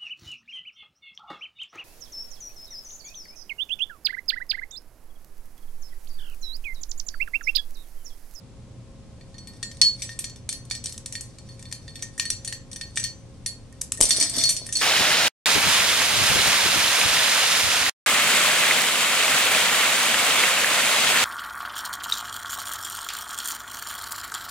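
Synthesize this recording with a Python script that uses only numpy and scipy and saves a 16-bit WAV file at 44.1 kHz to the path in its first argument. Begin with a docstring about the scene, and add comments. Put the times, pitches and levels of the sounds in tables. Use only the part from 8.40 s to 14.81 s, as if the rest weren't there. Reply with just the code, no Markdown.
"""Ventilation rumbles and hums in a workshop: coloured noise plus wavering sines.
Then steel spokes are fitted between hub and rim of a small wheel on a stand. A nipple turned onto its
thread ticks (noise bursts) and scrapes (random clicks); the rim rings (decaying mode pairs).
At the end the wheel is knocked (push pulses), dragged round (dull noise), and the loose spokes rattle."""
import sys
import numpy as np
from scipy import signal
from scipy.fft import rfft, irfft, next_fast_len
from scipy.io import wavfile

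SR = 44100
rng = np.random.default_rng(int(sys.argv[2]) if len(sys.argv) > 2 else 0)


def int16_out(signal):
    """Quantize to a 16-bit WAV file."""
    q = np.round(np.clip(np.atleast_2d(signal).T, -1, 1) * 32767)
    wavfile.write(sys.argv[1], SR, q.astype(np.int16))


N = 282769

# Room noise spectrum: (frequency [Hz], relative density [dB per Hz])
AIR_SPECTRUM = [(12, -38), (20, -5.5), (125, -1), (147, -7), (226, -9), (387, -19.5), (455, -18),
                (493, -43), (535, -22), (580, -22), (801, -26), (1530, -34), (4870, -35), (11500, -38),
                (12500, -42), (16200, -83), (22000, -120)]
# Room noise left-right correlation: (frequency [Hz], correlation [-1..1])
AIR_LIKENESS = [(60, 0.79), (170, 0.87), (500, 0.53), (1450, 0.66), (4180, 0.069), (12100, 0.045)]
# Fan tones: (frequency [Hz], mean sine level [dB])
FAN_TONES = [(120, -48), (269.2, -62), (538.3, -59.5), (1071, -71.5)]
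# Bounce off the bench, left row then right row: (delay [s], level [dB])
BENCH_ECHO = [(.00031, -23), (.00052, -30)]
# Stand modes: (frequency [Hz], relative level [dB], t60 [s])
STAND_MODES = [(38.2, 3, 0.092), (143, -25, 0.024), (321, -59, 0.032), (687, -20, 0.043)]
# Wheel bumps its stand: (time [s], push peak [dB], contact [s])
STAND_BUMPS = [(5.594, -34, .002), (5.6052, -22, .0017), (5.6105, -29, .012), (5.611, -17, .0011),
               (5.614, -24, .003), (5.641, -26, .002), (5.785, -30, .002), (5.974, -30, .003),
               (6.217, -36, .0016)]
# Wheel dragged on its stand: (time [s], rumble level [dB])
DRAG_CURVE = [(5.64, -44), (5.662, -49), (5.838, -39.5), (5.89, -57), (5.98, -36.5), (6.006, -45),
              (6.298, -65), (6.398, -50), (6.41, -61)]
# Thread and spokes scraping, one list under the fingers, one as the wheel turns: (time [s], level [dB])
SCRAPE_CURVES = [
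    [(0.7, -76.5), (1.67, -50.5), (2.01, -84), (2.62, -64.5), (2.92, -63.5), (3.9, -60), (3.98, -59.5),
     (4.17, -73), (4.61, -62), (4.76, -69.5), (5.43, -71.5), (5.59, -76)],
    [(5.6, -50), (5.726, -26.5), (5.778, -28.5), (5.906, -40.5), (5.988, -30), (6.166, -45.5), (6.306, -57),
     (6.41, -35.5)],
]
# Scrape colour: (frequency [Hz], relative density [dB per Hz])
SCRAPE_SPECTRUM = [(530, -59), (900, -37), (1560, -46), (1840, -12), (2860, -58), (3890, -12), (4900, -7.5),
                   (9290, -43), (11000, 26), (12100, 33), (12500, -23), (16200, -58), (22000, -120)]
# Rim and hub modes: (frequency [Hz])
RIM_HZ = [1838, 2320, 2735, 3108, 3557, 4330, 4391, 4600, 5232, 5607, 5701, 5862, 6078, 6200, 6820, 7200,
          7286, 7855, 8040, 8330, 8720, 9274, 9606, 10116, 10330, 11125, 11645]
# The same modes in the same order: (relative level [dB], t60 [s])
RIM_MODES = [(-3.5, 0.086), (-3, 0.02), (-17.5, 0.042), (-17, 0.17), (-5, 0.087), (-9.5, 0.21),
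             (-2.5, 0.25), (-4.5, 0.074), (-13, 0.17), (-12.5, 0.18), (-1.5, 0.019), (-1.5, 0.074),
             (-17.5, 0.39), (-6.5, 0.079), (-9, 0.11), (-7.5, 0.018), (-12.5, 0.27), (-8.5, 0.16),
             (-4.5, 0.054), (0.5, 0.047), (1.5, 0.073), (1.5, 0.047), (-6.5, 0.19), (-9, 0.17), (-35, .08),
             (-13, 0.18), (3.5, 0.12)]
# Where the deep, middle and bright rings lie: (frequency [Hz])
RING_HZ = (1840, 4400, 6000)
# Metal touches: (time [s], relative peak [dB], tick centre [Hz],
#   deep, middle, bright ring re tick, relative [dB] each, left minus right [dB])
TOUCHES = [(0.8105, -43.5, 4650, -12, -17, -26, 10), (0.9425, -40.5, 6100, -13, -14, -24, -10),
           (0.982, -35, 5900, -21, -15, -19, .5), (1.0725, -22.5, 7950, -28.5, -28.5, -28, 8),
           (1.135, -36.5, 5700, -18, -30, -35, 7), (1.2282, -16, 4320, -19.5, -20, -18, 3.5),
           (1.314, -25, 4550, -21.5, -31, -27, 3), (1.3695, -28, 6300, -42, -38, -31, -.5),
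           (1.4149, -2.5, 4900, -27.5, -13.5, -18, 7.5), (1.6205, -21, 4320, -16, -19, -9.5, 0),
           (1.692, -22.5, 4630, -16, -30, -28, 5), (1.7906, -15, 9100, -27, -42, -17, -3),
           (1.805, -21.5, 8450, -36, -27, -41, 1), (1.842, -17, 4730, -23.5, -24, -20.5, 3),
           (1.8525, -22, 7500, -24, -37, -34, -2), (1.8966, -31, 4450, -37, -30, -17, -2),
           (1.9596, -38.5, 4630, -20, -19, -13.5, -8), (2.0905, -4.5, 8500, -34, -34, -31, 2),
           (2.1261, -9, 7600, -29, -32.5, -27, 0), (2.2511, -29.5, 8290, -40, -36, -29, 0),
           (2.2998, -24.5, 8800, -39, -21, -23, -7), (2.3105, -18.5, 4470, -14, -14.5, -13.5, -2),
           (2.351, -18, 5900, -30, -25, -21.5, 1), (2.44, -15, 8200, -47, -30, -22.5, 1),
           (2.4577, -7, 8200, -64, -41, -29.5, 0), (2.4692, -20, 4500, -31, -24, -25, 1),
           (2.4936, -20, 8300, -37, -30, -25, 1), (2.5234, -15, 8200, -50, -40, -31, 0),
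           (2.5431, -20.5, 8260, -36, -35, -41, 0), (2.578, -12.5, 7600, -45, -53, -37, .5),
           (2.6595, -8.5, 7300, -47, -46, -32, 1.5), (2.7242, -14, 7260, -34, -36, -24, 0),
           (2.7526, -21.5, 4500, -15.5, -18, -18, -1), (2.809, -10, 8200, -61, -51, -30.5, 3),
           (2.985, -27.5, 6200, -32, -26, -26, 3), (3.0889, -38.5, 3640, -15, -14.5, -15.5, 1),
           (3.1936, -32.5, 6980, -23, -26, -23, .5), (3.2258, -21, 8300, -30, -41, -38, 0),
           (3.254, -32, 4320, -22, -20.5, -28, 2), (3.314, -29, 6000, -22, -23, -22, 1.5),
           (3.325, -11.5, 6100, -25, -32, -30, 5), (3.4793, -27.5, 4400, -18.5, -19, -44, 0),
           (3.5562, -30.5, 3600, -22, -14, -12.5, 6), (3.5935, -30, 5810, -19, -34, -33, 1),
           (3.6234, -15, 5750, -21.5, -34, -21, -1), (3.7787, -27.5, 8580, -16, -34, -14.5, 5),
           (3.7969, -5.5, 4100, -25.5, -27, -21.5, 4.5), (3.8536, -19.5, 7330, -15, -22, -20.5, 1),
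           (3.902, -3.5, 7140, -36, -30.5, -26, 3), (4.0474, -19, 6370, -38, -35, -16.5, 3),
           (4.0757, -20, 8900, -27, -20, -17, 18), (4.125, -15.5, 3800, -12.5, -27.5, -21.5, 2),
           (4.315, -28.5, 6870, -29, -19, -21, 11), (4.33, -22, 6650, -31, -32, -22.5, 6),
           (4.36, -24, 5610, -23, -22, -19.5, 9), (4.4112, -18.5, 4640, -21, -19.5, -21, 3),
           (4.5578, -18.5, 8310, -39, -30, -24, -2), (4.565, -16, 5860, -41, -29.5, -27, 0),
           (4.573, -9, 4570, -19.5, -30, -20, 3), (4.5977, -23, 4390, -40, -24, -11, 0),
           (4.6303, -15.5, 8300, -31, -32, -40, -1), (4.6394, -16.5, 5500, -18, -19, -13, 8),
           (5.0614, -10.5, 6600, -30.5, -26, -21.5, -2), (5.3256, -28, 9400, -30, -40, -40, -4),
           (5.4122, -14.5, 8630, -43.5, -54, -24.5, 6), (5.4151, -1.5, 10500, -49, -66, -49, -2),
           (5.5197, 1.5, 10200, -48, -56, -40, -.5), (5.5734, -21, 9300, -25, -40, -22, -2),
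           (5.6054, -6, 9600, -25, -35, -40, 18), (5.6106, 9, 9600, -55, -47, -31, 0),
           (5.6205, -23, 8040, -61, -39, -32, .5), (5.6229, -0.5, 6790, -63, -44, -32, 11),
           (5.6292, -9, 9350, -48, -35, -14, -4), (5.654, -4, 7200, -53, -30, -24.5, -3),
           (5.688, -21, 8090, -49, -40, -13, 1.5), (5.6934, -32, 9250, -40, -33, 2, -5),
           (5.7068, -3, 5660, -31, -14.5, -19.5, -4), (5.7636, -21, 5800, -40, -11, -15, -6),
           (5.8, -19.5, 5900, -31, -13, -6, -4), (5.8112, -15, 5950, -14.5, -4.5, -11.5, -6),
           (5.8255, -7.5, 6000, -29, -25, -17, 11), (5.896, -16, 7900, -40, -40, -16, .5),
           (5.9653, -12.5, 6140, -34, -21, -20, 0), (5.983, -10.5, 8000, -38, -13, -16, 0),
           (6.0372, -8, 6200, -43, -16.5, -16, -.5), (6.054, -19, 4700, -51, -10, -10, -2),
           (6.0909, -2.5, 8100, -43, -31, -35, 10), (6.0946, -4.5, 9200, -39, -45, -20, -4),
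           (6.1054, -12.5, 7940, -42, -35, -15, 0), (6.1655, -20, 4700, -33, -14.5, -11.5, -3),
           (6.265, -10.5, 9300, -39, -44, -33, 0), (6.2899, -24.5, 5610, -17, -26, -19, -.5),
           (6.3252, -13, 7500, -42, -53, -15.5, -2), (6.3541, -17.5, 4950, -49, -10.5, -13, -2),
           (6.369, -5, 8160, -33, -52, -25, -2)]

AIR_DB = -45
ROOM_T60_S, ROOM_DB = 0.39, -17.5   # t60 at the lowest frequencies
ROOM_T60_HALVED_HZ = 9900
SCRAPE_PER_S, SCRAPE_WAVER_DB = 2000, 3   # uneven pressure
RIM_SHARE_DB = 5.5   # share of the slips that reaches the rim
FOCUS_DB_PER_OCTAVE = 5   # bright modes far from a tick's centre are struck less
TICK_T60_S, SHIMMER_T60_S = 0.014, 0.17
TREBLE_ROLL_OFF_HZ, TOP_STOP_HZ = 9260, 12900


def from_db(db):
    """Decibels to gain."""
    return 10 ** (np.asarray(db) / 20)


def rms_one(x):
    """Scale to rms 1."""
    return x / np.sqrt(np.mean(x ** 2) + 1e-20)


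def level_curve_db(rows):
    """Level table at every sample; -120 dB ahead of the first row."""
    s, level_db = np.transpose(rows)
    return np.interp(np.arange(N) / SR, s, level_db, left=-120)


def at_hz(points, hz):
    """Read a spectrum table on a log-frequency axis."""
    table_hz, values = np.transpose(points)
    return np.interp(np.log(hz), np.log(table_hz), values)


def sides(pan_db):
    """Left and right gains for a left-right level step."""
    return from_db(np.multiply.outer([.5, -.5], pan_db))


def band_pass(x, edges_hz, order=2):
    """Butterworth band-pass."""
    return signal.sosfilt(signal.butter(order, edges_hz, "band", fs=SR, output="sos"), x)


def drift(rate_hz):
    """Slow chance of spread 1: noise through a double pole, run at every 40th sample."""
    r = np.exp(-2 * np.pi * rate_hz * 40 / SR)
    noise = rng.standard_normal(N // 40 + 2002)
    slow = signal.lfilter([1], [1, -2 * r, r * r], noise)[2000:]   # settled part
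    return np.interp(np.arange(N) / 40, np.arange(len(slow)), rms_one(slow))


def ring(clicks, hz, t60_s, phase_rad=0):
    """A unit click sets a decaying sine of height 1 ringing, starting at the given phase."""
    r = from_db(-60 / (t60_s * SR))
    w = 2 * np.pi * hz / SR
    onset = [np.sin(phase_rad), r * np.sin(w - phase_rad)]
    return signal.lfilter(onset, [1, -2 * r * np.cos(w), r * r], clicks + 1e-18)


def coloured(sources, spectrum, likeness, lowest_hz):
    """Third-octave bank; sources hold (mid, side) pairs dealt in turn to the bands; rms 1."""
    out = 0
    edges_hz = lowest_hz * 2 ** np.arange(0, np.log2(14000 / lowest_hz), 1 / 3)
    for k, (low, high) in enumerate(zip(edges_hz, edges_hz[1:])):
        mid, side = band_pass(sources[k % len(sources)], [low, high])
        hz = np.sqrt(low * high)
        alike = np.clip(at_hz(likeness, hz), -1, 1)
        pair = np.sqrt(1 + alike) * mid + np.sqrt(1 - alike) * side * [[1], [-1]]
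        out = out + from_db(at_hz(spectrum, hz)) * pair
    return rms_one(out)


def ventilation():
    """Broad rumble and hiss, with fan tones wavering slightly in level and phase."""
    noise = rng.standard_normal((2, 2, N))
    air = from_db(AIR_DB) * coloured(noise, AIR_SPECTRUM, AIR_LIKENESS, 19.96)
    t = np.arange(N) / SR
    tones = np.zeros(N)
    for hz, level_db in FAN_TONES:
        gain = from_db(level_db + 1.7 * drift(5.2))
        tones += gain * np.sin(2 * np.pi * hz * t + 0.68 * drift(2.17))
    return (air + tones) * sides(0.82)[:, None]


def workshop(x):
    """Room echo: ten feedback delays a side, duller on every round."""
    size = next_fast_len(N + SR)
    hz = np.fft.rfftfreq(size, 1 / SR)
    response = np.zeros((2, len(hz)), complex)
    for k, lag_s in enumerate(rng.uniform(0.0074, 0.033, 20)):
        loss_db = 60 * lag_s * (1 + hz / ROOM_T60_HALVED_HZ) / ROOM_T60_S
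        loop = from_db(-loss_db) * np.exp(-2j * np.pi * hz * lag_s)
        response[k % 2] += loop / (1 - loop) * (-1) ** (k // 2)
    return irfft(response * rfft(x, size), size)[:, :N]


def bench(x):
    """Direct sound plus one early bounce, a little later on one side than on the other."""
    now = np.arange(N)
    heard = []
    for direct, (late_s, level_db) in zip(x, BENCH_ECHO):
        bounce = np.interp(now - late_s * SR, now, direct, left=0)
        heard.append(direct + from_db(level_db) * bounce)
    return np.array(heard)


def wheel_on_stand():
    """Soft bumps push the air and shake the stand; dull rubbing while the wheel is dragged round."""
    t, push = np.arange(N) / SR, np.zeros(N)
    for s, peak_db, contact_s in STAND_BUMPS:
        stroke = np.clip((t - s) / contact_s, 0, 1)
        push += from_db(peak_db) * np.sin(2 * np.pi * stroke)   # out and back
    shake = np.zeros(N)
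    for hz, level_db, t60_s in STAND_MODES:
        shake += from_db(level_db) * 2 * np.pi * hz / SR * ring(push, hz, t60_s)
    noise = band_pass(rng.standard_normal(N), [180, 1300])
    # the stand's upper modes colour the rubbing
    resonance = sum(rms_one(ring(noise, hz, t60_s)) for hz, _, t60_s in STAND_MODES[2:])
    rub = rms_one(noise) + from_db(-4.0) * resonance
    return push + shake + from_db(level_curve_db(DRAG_CURVE)) * rms_one(rub)


def grains():
    """Uneven slips of metal on metal: random clicks of widely spread size, rms 1."""
    sizes_db = 4 * np.minimum(rng.exponential(1, N), 4)
    sizes = from_db(sizes_db) * rng.choice([-1, 1], N)
    return rms_one(sizes * (rng.random(N) < SCRAPE_PER_S / SR))


def scrape(slips):
    """Slips of thread and spokes, coloured by band; the treble is the widest; rms 1."""
    pair = np.array([slips, np.roll(grains(), 99)])
    return coloured([pair], SCRAPE_SPECTRUM, [(1000, 0.93), (4000, 0.18)], 871.5)


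def rim(slips):
    """Touches (a few quick bounces each) and slips strike every mode of the wheel."""
    touches, out = np.array(TOUCHES), np.zeros((2, N))
    peak_db, centre_hz = touches[:, 1], touches[:, 2]
    blows, step_s = 3, .0025
    steps = rng.uniform(.4, 1.6, (len(touches), blows)).cumsum(axis=1)
    late_s = step_s * steps * (np.arange(blows) > 0)   # first blow on time
    at = np.minimum(np.round((touches[:, :1] + late_s) * SR).astype(int), N - 1)
    blow_fade = from_db(-7.0 * np.arange(blows))
    signs = rng.choice([-1, 1], N)
    luck = rng.standard_normal((len(touches), len(RIM_MODES), 2, 1 + blows))
    for k, (hz, (level_db, t60_s)) in enumerate(zip(RIM_HZ, RIM_MODES)):
        struck_db = np.array([at_hz(list(zip(RING_HZ, row[3:6])), hz) for row in touches])
        struck_db -= FOCUS_DB_PER_OCTAVE * np.abs(np.log2(hz / centre_hz)) * (hz > RING_HZ[1])
        reach = min(hz / 4000, 1)   # slips are too brief to move the low modes much
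        slip_gain = reach ** 1.63 * np.sqrt(1 / (t60_s * SR))
        for half in range(2):   # a nearly round wheel splits each mode into strong and weak halves that beat
            clicks = slips * slip_gain * np.roll(signs, 977 * (2 * k + half))
            blow = from_db(peak_db + struck_db + 3.0 + 3.0 * luck[:, k, half, 0])
            np.add.at(clicks, at, blow[:, None] * np.sign(luck[:, k, half, 1:]) * blow_fade)
            lead_rad = 0.64 * reach * (1 - 2 * half)   # the halves face different sides
            pitch_hz = hz * (1 + 0.0035 * half * (-1) ** k)
            grip_db = 3.1 * drift(13.5)   # hands and loose spokes lean on the wheel: each ring wavers
            pair = np.array([ring(clicks, pitch_hz, t60_s, lead) for lead in (lead_rad, -lead_rad)])
            out += from_db(level_db - 4.24 * half + grip_db) * pair
    return out * sides(0.48)[:, None]


def ticks():
    """Each touch: a short burst in a broad spoke resonance, then the dense shimmer of all loose spokes."""
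    length = 8192
    out, t = np.zeros((2, N + length)), np.arange(length) / SR
    attack = 1 - np.exp(-t / 0.00082)
    noise = rng.standard_normal((len(TOUCHES), 2, length))
    for (s, peak_db, hz, *_, bright_db, pan_db), (mid, side) in zip(TOUCHES, noise):
        raw = mid * attack * from_db(-60 * t / TICK_T60_S)
        edges_hz = np.clip([hz * 2 ** -0.78, hz * 2 ** 0.78], 300, 15000)
        burst = band_pass(raw, edges_hz) + from_db(-14.5) * band_pass(raw, [1300, 11000], 1)
        shimmer = band_pass([mid + side, mid - 0.62 * side], [2600, 10000])
        shimmer = shimmer * from_db(bright_db + 3.0 - 60 * t / SHIMMER_T60_S)
        touch = burst / np.abs(burst).max() + shimmer
        i = round(s * SR)
        out[:, i:i + length] += from_db(peak_db - 6.5) * sides(pan_db)[:, None] * touch
    return out[:, :N]


def scene():
    """Wheel close by, its bench bounce and room echo, and the room's own noise."""
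    scrape_db = level_curve_db(np.concatenate(SCRAPE_CURVES)) + SCRAPE_WAVER_DB * drift(19)
    slips = grains()
    wheel = wheel_on_stand() + from_db(scrape_db) * scrape(slips)
    wheel += rim(slips * from_db(scrape_db + RIM_SHARE_DB))
    wheel += ticks()
    return ventilation() + from_db(ROOM_DB) * workshop(wheel.mean(axis=0)) + bench(wheel)


def record(dry):
    """The highest treble is dull, full scale clips the peaks, the top is cut."""
    dulled = signal.sosfilt(signal.butter(4, TREBLE_ROLL_OFF_HZ, fs=SR, output="sos"), dry)
    top_cut = signal.cheby2(10, 50, TOP_STOP_HZ, fs=SR, output="sos")   # 50 dB down from TOP_STOP_HZ
    return signal.sosfilt(top_cut, np.clip(dulled, -1, 1))


dry = scene()
out = record(dry)
int16_out(out)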